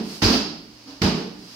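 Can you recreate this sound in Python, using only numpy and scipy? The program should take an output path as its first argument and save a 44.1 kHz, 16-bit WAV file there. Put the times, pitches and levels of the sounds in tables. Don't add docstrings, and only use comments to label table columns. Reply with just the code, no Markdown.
import sys
import numpy as np
from scipy import signal
from scipy.fft import rfft, irfft, next_fast_len
from scipy.io import wavfile
from scipy.ndimage import uniform_filter1d, minimum_filter1d, map_coordinates

SR = 44100
rng = np.random.default_rng(int(sys.argv[2]) if len(sys.argv) > 2 else 0)


def pcm_store(signal):
    levels = np.round(np.clip(np.atleast_2d(signal), -1, 1) * 32767)
    wavfile.write(sys.argv[1], SR, levels.astype(np.int16).T)


def how_loud(loudness_db):
    steps = np.asarray(loudness_db, float) / 20
    return 10 ** steps


N = 68355

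# freq_hz, density_db
AIR_COLOUR = [(25, -10), (50, -2), (130, -20), (280, -8.5), (500, -12.5), (2000, -17.5), (6000, -24.5),
              (16000, -14)]
# peak_s, rise_s, fall_s, body_db, fine_hiss_db
SLEEVE_STROKES = [
    (.14, 0.098, 0.079, -40.5, -36.5),
    (.89, 0.25, 0.3, -51.5, -72),
    (1.56, 0.18, .05, -46, -45.5),
]
# freq_hz, density_db
CLOTH_BODY = [(300, -13), (700, -2), (2000, -7), (5000, -2), (8000, -8.5), (16000, -24)]
# freq_hz, density_db
CLOTH_HISS = [(4000, -41), (8000, -17), (12000, -13), (16000, -16)]
# start_s, shell_pitch_factor
TIP_STARTS = [
    (.28, .92),
    (.852, 1.02),
    (1.13, .82),
]
# swell_s, ring_db, thud_db, creak_db
TIP_LEVELS = [
    (0.046, 21, -37, -23.5),
    (0.048, 4, -53.5, -46.5),
    (0.055, 8.5, -35, -44),
]
# mode_hz, t60_s, level_db
SHELL_MODES = [(264.4, 0.27, -28.5), (291.4, 0.34, -33.5), (471.5, 0.31, -41), (583, 0.33, -46),
               (755, .3, -46)]
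# freq_hz, density_db
CREAK_COLOUR = [(300, -26.5), (600, 3), (1400, 2), (2200, -6), (3000, -2), (5000, -0.5), (8000, -10.5),
                (16000, -5.5)]
# freq_hz, density_db
THUD_COLOUR = [(40, -25), (110, -24.5), (160, 0), (300, -1), (450, -2.5), (540, -12.5), (1000, -13.5),
               (3000, -35.5)]
# push_s, slap_s
BLOW_TIMES = [
    (-.1, -.1),
    (.2238, .2196),
    (1.0163, 1.0183),
]
# push_db, slap_db, room_slap_db, sting_db (added to the treble)
BLOW_LEVELS = [
    (-18, -42, -36.5, -1.5),
    (-11, -24, -19.5, 2.5),
    (-12.5, -23, -26, -2),
]
# freq_hz, density_db
SKIN_COLOUR = [(300, -5.5), (600, 0), (1200, 0.5), (2000, -2), (2800, -2.5), (5000, -3), (8000, -12.5),
               (16000, -9.5)]
# mode_hz, t60_s, first_blow_db, second_blow_db, third_blow_db
ROOM_MODES = [(107.4, 0.38, -39, -19.5, -24.5), (159.8, 0.6, -30.5, -41, -22.5),
              (193.5, 0.65, -23.5, -44, -19.5), (220.1, 0.82, -25, -19, -24), (263.8, 1, -41, -29.5, -28),
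              (302.2, 0.99, -34.5, -24, -31), (348, 0.47, -27.5, -45, -39),
              (436.5, 0.59, -31, -26.5, -25.5), (465, 0.57, -37, -32, -37), (620.6, 0.36, -34, -24.5, -33)]
# mode_hz, t60_s, first_blow_db, second_blow_db, third_blow_db
BASE_MODES = [(57, 0.31, -57, -18, -22.5), (88.8, 0.131, -47, -12, -13.5)]
# freq_hz, t60_s
WALL_DECAY = [(60, 0.93), (220, 0.83), (1000, 0.61), (5000, 0.66), (10000, 0.41), (16000, 0.4)]
# freq_hz, likeness_0_to_1
MIC_LIKENESS = [(60, 0.74), (180, 0.97), (550, 0.66), (1650, -0.0), (4970, 0.051), (15000, 0.052)]
# freq_hz, gain_db
PORT_RESONANCE = [(40, 1), (2100, -0.5), (2800, 2.5), (3500, -0.5), (4900, 7.5), (5600, 3), (7500, -6.5),
                  (16000, -16.5)]


def unit(x):
    return x / np.sqrt(np.mean(x ** 2) + 1e-20)


def along(points, hz):
    f, v = np.transpose(points)
    return np.interp(np.log(hz + 1), np.log(f + 1), v)


def clock():
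    return np.arange(-SR // 4, N) / SR


def wobble(rate_hz):
    t = clock() - clock()[0]
    knots = rng.standard_normal(int(t[-1] * rate_hz) + 4)
    return map_coordinates(knots, [t * rate_hz])


def coloured(x, spectrum, level=True):
    m = next_fast_len(x.shape[-1] + 8192, True)
    log_gain = np.log(how_loud(along(spectrum, np.fft.rfftfreq(m, 1 / SR))))
    log_energy = np.log(np.mean(np.exp(2 * log_gain)))
    cepstrum = irfft(log_gain - level * log_energy / 2, m)
    cepstrum[1:m // 2] *= 2
    cepstrum[m // 2 + 1:] = 0
    return irfft(rfft(x, m) * np.exp(rfft(cepstrum)), m)[..., :x.shape[-1]]


def paired(pair):
    n = pair.shape[1]
    m = next_fast_len(n + 8192)
    likeness = along(MIC_LIKENESS, np.fft.rfftfreq(m, 1 / SR))
    turn = np.arccos(np.clip(likeness, -1, 1)) / 2
    mid, side = irfft(rfft(pair, m) * [np.cos(turn), np.sin(turn)], m)[:, :n]
    return np.array([mid + side, mid - side])


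def walls(x, build_s):
    hz, t, z = signal.stft(rng.standard_normal((2, SR)), SR, nperseg=256)
    decay = how_loud(-60 * t / along(WALL_DECAY, hz)[:, None])
    tail = signal.istft(z * decay, SR, nperseg=256)[1]
    build = 1 - np.exp(-np.arange(tail.shape[1]) / SR / build_s)
    tail = paired(tail * build)
    tail = tail / np.linalg.norm(tail[0])
    return signal.fftconvolve(x[None], tail, axes=1)[:, :len(x)]


def ringing(start_s, modes, rise_s):
    waver_db, drift_cycles = 1.5, 0.049
    t = np.clip(clock() - start_s, 0, None)
    swell = 1 - np.exp(-(t / rise_s) ** 2)
    out = 0
    for hz, t60, db in modes:
        level = how_loud(db - 60 * t / t60 + waver_db * wobble(24.1))
        cycles = hz * t + rng.random() + drift_cycles * wobble(20)
        out = out + level * swell * np.sin(2 * np.pi * cycles)
    return out


def air():
    hiss_db, hum_hz, hum_db = -48.5, 118.5, -58
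    t = clock()
    hiss = unit(paired(coloured(rng.standard_normal((2, len(t))), AIR_COLOUR)))
    hum = np.sin(2 * np.pi * hum_hz * t)
    return how_loud(hiss_db + 0.27 * wobble(6.7)) * hiss + how_loud(hum_db + wobble(8)) * hum


def sleeves():
    t, out = clock(), 0
    for layer, spectrum in enumerate([CLOTH_BODY, CLOTH_HISS]):
        stroke = 0
        for peak, rise, fall, *levels_db in SLEEVE_STROKES:
            width = np.where(t < peak, rise, fall)
            stroke = stroke + how_loud(levels_db[layer]) * np.exp(-((t - peak) / width) ** 2)
        stroke = stroke * how_loud(0.27 * wobble(58.9))
        brush = paired(coloured(rng.standard_normal((2, len(t))), spectrum))
        out = out + stroke * brush
    return out


def rocking():
    wall_db, wall_build_s = -1.5, 0.0027
    out = 0
    for (start, pitch), (swell, ring_db, thud_db, creak_db) in zip(TIP_STARTS, TIP_LEVELS):
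        t = np.clip(clock() - start, 0, None) / swell
        thud_noise, creak_noise = rng.standard_normal((2, 2, len(t)))
        thud = how_loud(thud_db) * coloured(thud_noise, THUD_COLOUR)
        creak = how_loud(creak_db) * coloured(creak_noise, CREAK_COLOUR)
        scuff = (thud + creak) * t * np.exp((1 - t ** 2) / 2)
        shell = [(hz * pitch, t60, db + ring_db) for hz, t60, db in SHELL_MODES]
        ring = ringing(start, shell, swell)
        out = out + ring + paired(scuff) + how_loud(wall_db) * walls(scuff[0], wall_build_s)
    return out


def skin_slap(t, skin):
    knuckle_s, knuckle_loss_db = 0.0022, 1
    spread_s, touch_s, touch_db = 0.0067, 0.00446, -26

    def after(wait_s, fade_s):
        return np.clip((t - wait_s) / 0.00013, 0, 1) * np.exp(-abs(t - wait_s) / fade_s)

    knuckles = sum(how_loud(-knuckle_loss_db * j) * after(j * knuckle_s, 0.00058) for j in range(6))
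    contact = knuckles + 0.25 * after(0, spread_s) + how_loud(touch_db) * after(-touch_s, 0.013)
    return coloured(contact * paired(rng.standard_normal((2, len(t)))), skin)


def fist_push(start_s):
    push_s = 0.00526
    u = np.clip((clock() - start_s) / push_s, 0, 1)
    return -np.sin(2 * np.pi * u) * np.sin(np.pi * u)


def blows():
    sting_hz, wall_build_s = 3500, 0.014
    slap_wet_db, thud_wet_db = 36, 24
    boom_rise_s, base_lag_s, base_rise_s = 0.015, 0.0119, 0.0075
    out = 0
    for k, ((push_s, slap_s), levels_db) in enumerate(zip(BLOW_TIMES, BLOW_LEVELS)):
        push_db, slap_db, room_db, sting_db = levels_db
        t = clock() - slap_s
        skin = [(hz, db + sting_db * (hz > sting_hz)) for hz, db in SKIN_COLOUR]
        slap = how_loud(slap_db + 9) * skin_slap(t, skin)
        push = how_loud(push_db) * fist_push(push_s)
        instant = 1. * (np.arange(len(t)) == np.argmax(t > 0))
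        answer = how_loud(room_db + slap_wet_db) * coloured(instant, skin)
        answer = answer + how_loud(push_db + thud_wet_db) * coloured(instant, THUD_COLOUR)
        room = [(row[0], row[1], row[2 + k]) for row in ROOM_MODES]
        base = [(row[0], row[1], row[2 + k]) for row in BASE_MODES]
        boom = ringing(push_s, room, boom_rise_s)
        boom = boom + ringing(push_s + base_lag_s, base, base_rise_s)
        out = out + slap + push + boom + walls(answer, wall_build_s)
    return out


def scene():
    right_db = 1.5
    mix = blows() + rocking() + sleeves() + air()
    return (mix * how_loud([[-right_db], [right_db]]))[:, -N:]


def roll_off(x):
    return signal.sosfilt(signal.butter(12, 16630, fs=SR, output="sos"), x)


def record(dry):
    bass_cut_hz, top_hz, top_db = 42, 15800, -25
    ceiling_db, squeeze, hold_s, recover_s = -15.5, 0.4, 0.0093, 0.01
    bass_cut = signal.butter(2, bass_cut_hz, "high", fs=SR, output="sos")
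    x = signal.sosfilt(bass_cut, coloured(dry, PORT_RESONANCE, level=False))
    power = uniform_filter1d(np.mean(x ** 2, 0), round(hold_s * SR))
    level = np.sqrt(abs(power)) + 1e-9
    need = np.minimum(1, how_loud(ceiling_db) / level) ** squeeze
    size = round(recover_s * SR)
    gain = uniform_filter1d(minimum_filter1d(need, size), size // 4)
    x = x * np.pad(gain, (size // 2, 0), "edge")[:N]
    band = np.where(np.fft.rfftfreq(N, 1 / SR) < top_hz, 1, how_loud(top_db))
    x = irfft(rfft(x) * band, N)
    return roll_off(x)


dry = scene()
out = record(dry)
pcm_store(out)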